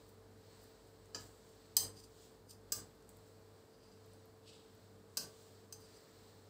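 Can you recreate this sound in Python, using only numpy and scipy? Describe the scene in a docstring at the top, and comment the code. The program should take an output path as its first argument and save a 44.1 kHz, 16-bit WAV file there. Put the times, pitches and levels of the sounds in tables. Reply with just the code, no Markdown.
"""Steel tongs pick stuffed leaves out of a steel pot in a small kitchen.
From the start, appliances hum over a fine hiss and the tong blades rub faintly. After a second the
wet leaves crackle and the steel clicks and rings three times. Near the middle a low drone stops;
the leaf rolls peel apart, the blades slide between them, and two more clicks follow near the end.
A noise suppressor opens after each loud click, so the hum swells for a moment."""
import sys
import numpy as np
from scipy import signal
from scipy.fft import rfft, irfft, next_fast_len
from scipy.io import wavfile

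SR = 44100
rng = np.random.default_rng(int(sys.argv[2]) if len(sys.argv) > 2 else 0)


def persist_wave(psi):
    """Save psi, clipped to +-1, as 16-bit WAV."""
    counts = np.round(np.clip(psi, -1, 1) * 32767).astype(np.int16)
    wavfile.write(sys.argv[1], SR, np.atleast_2d(counts).T)


N = 286323
T = np.arange(N) / SR

# Each click of the tongs has its own tone colour, a low knock and two favoured rings:
# (time [s], relative level [dB], slip time [s], low boost [dB], high boost [dB], knock pitch [Hz],
#  relative knock level [dB], ring pitch [Hz], ring level [dB], high ring pitch [Hz], its level [dB])
CLICKS = [(1.1464, -39.5, 0.017, 12.5, -18.5, 1700, -44.5, 4800, -34, 7240, -43),
          (1.7667, -23, 0.0039, -4.5, 3.5, 1053, -44, 6200, -22, 8070, -29),
          (2.7204, -31.5, 0.0074, 0, 2.5, 1607, -45, 4956, -35, 7710, -31.5),
          (5.1707, -30, 0.0065, 3.5, -2.5, 1542, -43.5, 4440, -37.5, 5107, -39),
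          (5.7246, -44, 0.0028, 7, -1.5, 1500, -63, 8460, -43.5, 6220, -50)]


def from_db(db):
    """Turn decibels into a factor to multiply by."""
    return 10 ** (np.asarray(db) / 20)


def rms_one(x):
    """Scale a sound so that its average strength (rms) is 1."""
    return x / np.sqrt(np.mean(x ** 2) + 1e-20)


def at_hz(points, hz):
    """Read between (frequency [Hz], value) rows, with octaves evenly spaced."""
    f, value = np.transpose(points)
    return np.interp(np.log(np.maximum(hz, 1)), np.log(f), value)


def coloured(x, spectrum):
    """Filter a sound by (frequency [Hz], gain [dB]) rows."""
    return irfft(rfft(x) * from_db(at_hz(spectrum, np.fft.rfftfreq(len(x), 1 / SR))), len(x))


def noise(spectrum, size):
    """Noise of strength 1 with the given tone colour."""
    return rms_one(coloured(rng.standard_normal(next_fast_len(size)), spectrum)[:size])


def drift(rate):
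    """Glide between random values of about -1 to 1, rate times a second."""
    knots = rng.standard_normal(1024)
    return np.interp(T * rate, np.arange(len(knots)), knots)


def lag(x, seconds):
    """Follow x smoothly and a little late."""
    r = np.exp(-1 / (seconds * SR))
    return signal.lfilter([1 - r], [1, -r], x + 1e-18)


def dying(t, t60):
    """A fade that falls 60 dB in t60 seconds, the fade time."""
    return np.exp(-np.log(1000) * t / t60)


def add(out, s, sound):
    """Mix a sound in at s seconds."""
    part = out[round(s * SR):][:len(sound)]
    part += sound[:len(part)]


def strokes(rows, rise):
    """Swells that climb and fall 20 dB within their length; rise is the share spent climbing."""
    return sum(from_db(db - 20 * np.minimum(np.maximum((s - T) / rise, (T - s) / (1 - rise)) / span, 10))
               for s, db, span in rows)


def appliances(air_db=-65, drone_hz=52.6, drone_db=-74, drone_stop_s=3.2, beat_peak_s=.33):
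    """Motors hum over a soft rush of air; two close pitches throb together and a low drone stops."""
    # motor and mains tones: (pitch [Hz], level [dB], waver [dB])
    motors = [(48.8, -83.5, 2.5), (198.2, -81.5, 4), (300.7, -79, -1), (400.4, -79.5, 2.5),
              (443.3, -68, 0.5), (530, -112.5, -11), (645, -84, 2.5)]
    # rush of kitchen air: (frequency [Hz], relative level [dB])
    air_colour = [(25, -37), (45, -4), (65, -7), (85, -4), (120, 0.5), (150, -3), (230, -1.5), (330, -4.5),
                  (480, -1.5), (620, -7.5), (1000, -11.5), (1600, -17), (2600, -27), (4000, -31.5)]
    tone = lambda hz, phase: np.sqrt(2) * np.cos(2 * np.pi * hz * T + phase)
    hum = sum(from_db(db + waver * drift(7)) * tone(hz, 0.78 * drift(4)) for hz, db, waver in motors)
    beat = sum(from_db(db) * tone(hz, 0.43 * drift(18) - 2 * np.pi * hz * beat_peak_s)
               for hz, db in [(98.5, -69.5), (99.812, -72.5)])   # two motors near twice the mains rate
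    running = dying(np.maximum(T - drone_stop_s, 0), t60=.4)
    drone = from_db(drone_db) * running * tone(drone_hz, .4 * drift(3))
    air = from_db(air_db) * noise(air_colour, N)
    return hum + beat + drone + air


def hiss(level_db=-71.5, waver_db=3.6):
    """A fine hiss that wavers a little and now and then swells."""
    # tone colours of the hiss and its swells: (frequency [Hz], relative level [dB])
    hiss_colour = [(1800, 1.5), (2500, -3), (3500, 0.5), (4300, 6), (5000, 2.5), (6000, -3), (7000, -2.5),
                   (7900, 3.5), (9200, -9), (12000, -27.5), (14500, -3), (15700, -6.5)]
    swell_colour = [(1800, -16.5), (2600, -9.5), (3300, -3.5), (4600, -2.5), (6200, -6.5), (8000, -1.5),
                    (9500, -12), (12000, -20.5), (14500, -9.5)]
    # soft swells: (peak time [s], level [dB], length [s])
    swells = [(1.49, -70.5, 0.55), (2.24, -64.5, 0.42), (5.42, -66.5, 1)]
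    steady = from_db(level_db + waver_db * drift(5.57)) * noise(hiss_colour, N)
    return steady + strokes(swells, rise=0.61) * noise(swell_colour, N)


def rubbing(grain_db=-3.0, pivot_hz=6500):
    """Uneven friction keeps the blades faintly ringing; a bright rub favours their high tones."""
    # tones that rubbing brings out: (pitch [Hz], width [Hz], relative level [dB])
    blade = [(2670, 810, -14.5), (4850, 260, 5), (6100, 400, -3), (7440, 940, -4), (8960, 360, -1.5),
             (10650, 560, -14), (14450, 1100, -10)]
    # rubs as the grip changes: (peak time [s], level [dB], length [s], brightness [dB per octave])
    rubs = [(0.095, -71.5, 0.15, 12), (0.628, -68.5, 0.12, 8), (0.88, -72, 0.087, 6),
            (1.979, -61.5, 0.12, -2), (2.002, -55, 0.015, 4), (2.041, -58.5, 0.034, 0),
            (2.497, -56.5, 0.01, 3), (2.512, -53.5, 0.051, 1.5), (3.88, -72, 0.66, -7),
            (5.807, -68, .04, 13), (5.84, -66.5, 0.16, -4), (5.972, -67.5, 0.16, 0)]
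    friction = rng.standard_normal(N) * from_db(grain_db * drift(120))
    rings = [from_db(db) * (-1) ** k * signal.lfilter(*signal.iirpeak(hz, hz / width, fs=SR), friction)
             for k, (hz, width, db) in enumerate(blade)]
    octaves = np.log2(np.array(blade)[:, 0] / pivot_hz)
    return sum(strokes([stroke], rise=0.53) * rms_one(from_db(bright * octaves) @ rings)
               for *stroke, bright in rubs)


def leaves(snap_db=-7.0, snap_t60=0.0054, side_db=-20, grain_db=2.5):
    """Films of sauce burst in tiny snaps; peeling rolls fizz and sliding blades swish."""
    # wet leaves parting: (time [s], relative level [dB], centre frequency [Hz])
    snaps = [(1.0575, -49, 8000), (2.9537, -54, 14000), (3.025, -53, 7000), (3.0919, -44, 8500),
             (3.0935, -42, 14500), (3.1702, -51, 13500), (4.0617, -53, 13500), (4.1345, -52, 8500),
             (4.2565, -48, 14000), (4.7496, -55, 14500)]
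    # rolls peeling apart, blades sliding between them: (peak time [s], level [dB], length [s])
    peels = [(1.21, -63.5, 0.29), (3.102, -72, 0.45), (3.26, -76.5, .2)]
    slides = [(4.474, -62, 0.29)]
    # their tone colours: (frequency [Hz], relative level [dB])
    peel_colour = [(3000, -14), (4500, -7), (6500, -12), (7900, 0), (9200, -14), (12000, -23),
                   (14500, -10.5)]
    slide_colour = [(1500, -31), (2600, -4), (3600, 1.5), (4900, -1), (6300, -12), (8000, -3.5),
                    (10000, -24), (15000, -24)]
    out, t = np.zeros(N), T[:SR // 20]
    for s, db, hz in snaps:
        snap = noise([(hz / 2, side_db), (hz, 0), (hz * 2, side_db)], len(t))
        add(out, s, from_db(db + snap_db) * dying(t, snap_t60) * snap)
    grain = from_db(grain_db * drift(150))
    swish = strokes(slides, rise=0.15) * noise(slide_colour, N)
    fizz = strokes(peels, rise=0.15) * noise(peel_colour, N)
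    return out + grain * (swish + fizz)


def contact_colour(low_db, high_db, low_hz=1750, high_hz=8800):
    """Tone colour of one click: the steel's body sets the lows, its edge the highs."""
    return [(low_hz / 2, low_db), (low_hz * 2, 0),
            (high_hz / np.sqrt(2), 0), (high_hz * np.sqrt(2), high_db)]


def tong_clicks(ring_db=-1.0, sheet_db=-3.5, sheet_t60=0.031, build_share=0.12, bite_s=0.00042):
    """Steel catches and slips for an instant, which sets it ringing; the thin sheet adds a crack."""
    # natural tones of the steel: (pitch [Hz], relative level [dB], fade time [s])
    steel = [(3130, -17, .035), (4050, -14, .05), (4400, -14, .035), (4690, -9, .04), (4910, -3, .04),
             (5030, -4, .045), (5390, -11, .04), (5750, -14, .03), (6000, -6, .04), (6100, -6, .04),
             (6450, -9, .04), (7200, -11, .035), (7490, -9, .03), (7740, -9, .035), (8040, -4, .035),
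             (8430, -6, .04), (8700, -11, .03), (9010, -10, .04), (10600, -19, .025), (11530, -12, .02),
             (12200, -16, .025), (13100, -15, .02), (13900, -11, .02), (14550, -8, .025),
             (15200, -14, .022)]
    # the sheet's ringing, so dense that it is noise: (frequency [Hz], relative level [dB])
    sheet = [(50, -49), (200, -2.5), (600, -8.5), (1300, -15), (2100, -14.5), (3600, -7.5), (4800, 1.5),
             (6800, 2.5), (8600, -1), (10000, -3.5), (12500, -5), (14500, 5), (16000, 3)]
    out, t = np.zeros(N), T[:SR // 4]
    for s, db, slip, low_db, high_db, *_ in CLICKS:
        colour = contact_colour(low_db, high_db)
        build = 1 - np.exp(-t / (build_share * slip))
        phases = rng.uniform(0, 2 * np.pi, len(steel))
        shifts = rng.normal(1, .004, len(steel))   # the grip's pressure shifts each pitch a little
        ring = sum(from_db(level + at_hz(colour, hz)) * dying(t, t60)
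                   * np.sin(2 * np.pi * hz * shift * t + phase)
                   for (hz, level, t60), phase, shift in zip(steel, phases, shifts))
        crack = coloured(noise(sheet, len(t)), colour) * dying(np.maximum(t - slip, 0), sheet_t60)
        bite = 1 - np.exp(-t / bite_s)
        add(out, s, from_db(db) * (from_db(ring_db) * build * ring + from_db(sheet_db) * bite * crack))
    return out


def tong_rings(build_s=0.00086, ring_t60=0.034, high_t60=0.07):
    """Each click also starts a hollow knock in the arms, a ping at the edge and two clear rings."""
    # tones of the bending arms: (pitch [times the knock pitch], relative level [dB], fade time [s])
    arms = [(.745, -6, 0.08), (1, -0.5, 0.039), (1.761, -1, 0.024)]
    # short bright tones of the blade's edge: (pitch [Hz], relative level [dB], fade time [s])
    edge = [(11610, -5, 0.015), (14660, -2, .013)]
    out, t = np.zeros(N), T[:SR // 2]
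    for s, level_db, _, _, edge_db, knock_hz, knock_db, ring_hz, ring_db, high_hz, high_db in CLICKS:
        tones = [(knock_hz * ratio, knock_db + db, t60) for ratio, db, t60 in arms]
        tones += [(hz, level_db + edge_db + db, t60) for hz, db, t60 in edge]
        tones += [(ring_hz, ring_db, ring_t60), (high_hz, high_db, high_t60)]
        ring = sum(from_db(db) * dying(t, t60) * np.sin(2 * np.pi * hz * t) for hz, db, t60 in tones)
        add(out, s, (1 - np.exp(-t / build_s)) * ring)
    return out


def kitchen(x, tail_db=-7.0, build_s=0.0034, echo_s=.0125, echo_db=-15):
    """One echo off the wall behind the stove, and a tail of many echoes whose highs die first."""
    # how long the room rings: (frequency [Hz], fade time [s])
    room_fades = [(200, 0.71), (1500, 0.4), (5000, 0.23), (9000, 0.25), (15000, 0.16)]
    centres, t60s = np.transpose(room_fades)
    t = T[:SR // 2]
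    white, hz = rfft(rng.standard_normal(len(t))), np.fft.rfftfreq(len(t), 1 / SR)
    tail = sum(irfft(white * at_hz(list(zip(centres, share)), hz), len(t)) * dying(t, t60)
               for share, t60 in zip(np.eye(len(centres)), t60s))
    tail = rms_one(tail * (1 - np.exp(-t / build_s))) / np.sqrt(len(t))
    echo = np.interp(T - echo_s, T, x)
    return x + from_db(echo_db) * echo + from_db(tail_db) * signal.fftconvolve(x, tail)[:N]


def scene():
    """Tongs and food echo in the kitchen, with hum and hiss behind them."""
    handling = tong_clicks() + tong_rings() + rubbing() + leaves()
    return (kitchen(handling) + appliances() + hiss())[None]


def suppressor(x, threshold_db=-54, ramp_db=8, open_db=9.5, release_s=0.017, lag_s=.027):
    """Loud highs turn the whole sound up; the boost comes a little late, then sinks back."""
    treble = signal.sosfilt(signal.butter(2, 2000, "high", fs=SR, output="sos"), x)
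    level_db = 10 * np.log10(lag(treble ** 2, 0.01) + 1e-14)
    opening = np.clip((level_db - threshold_db) / ramp_db, 1e-6, 1)
    # catch each peak and let it fade
    held = np.exp(np.maximum.accumulate(np.log(opening) + T / release_s) - T / release_s)
    return x * from_db(open_db * lag(lag(held, lag_s), lag_s))


def record(dry, bass_hz=38, top_hz=15600):
    """The noise suppressor acts, then the deepest bass and the very top are cut."""
    bass_cut = signal.butter(4, bass_hz, "high", fs=SR, output="sos")
    top_cut = signal.ellip(12, .2, 80, top_hz, fs=SR, output="sos")
    return signal.sosfilt(np.vstack([bass_cut, top_cut]), suppressor(dry[0]))[None]


dry = scene()
out = record(dry)
persist_wave(out)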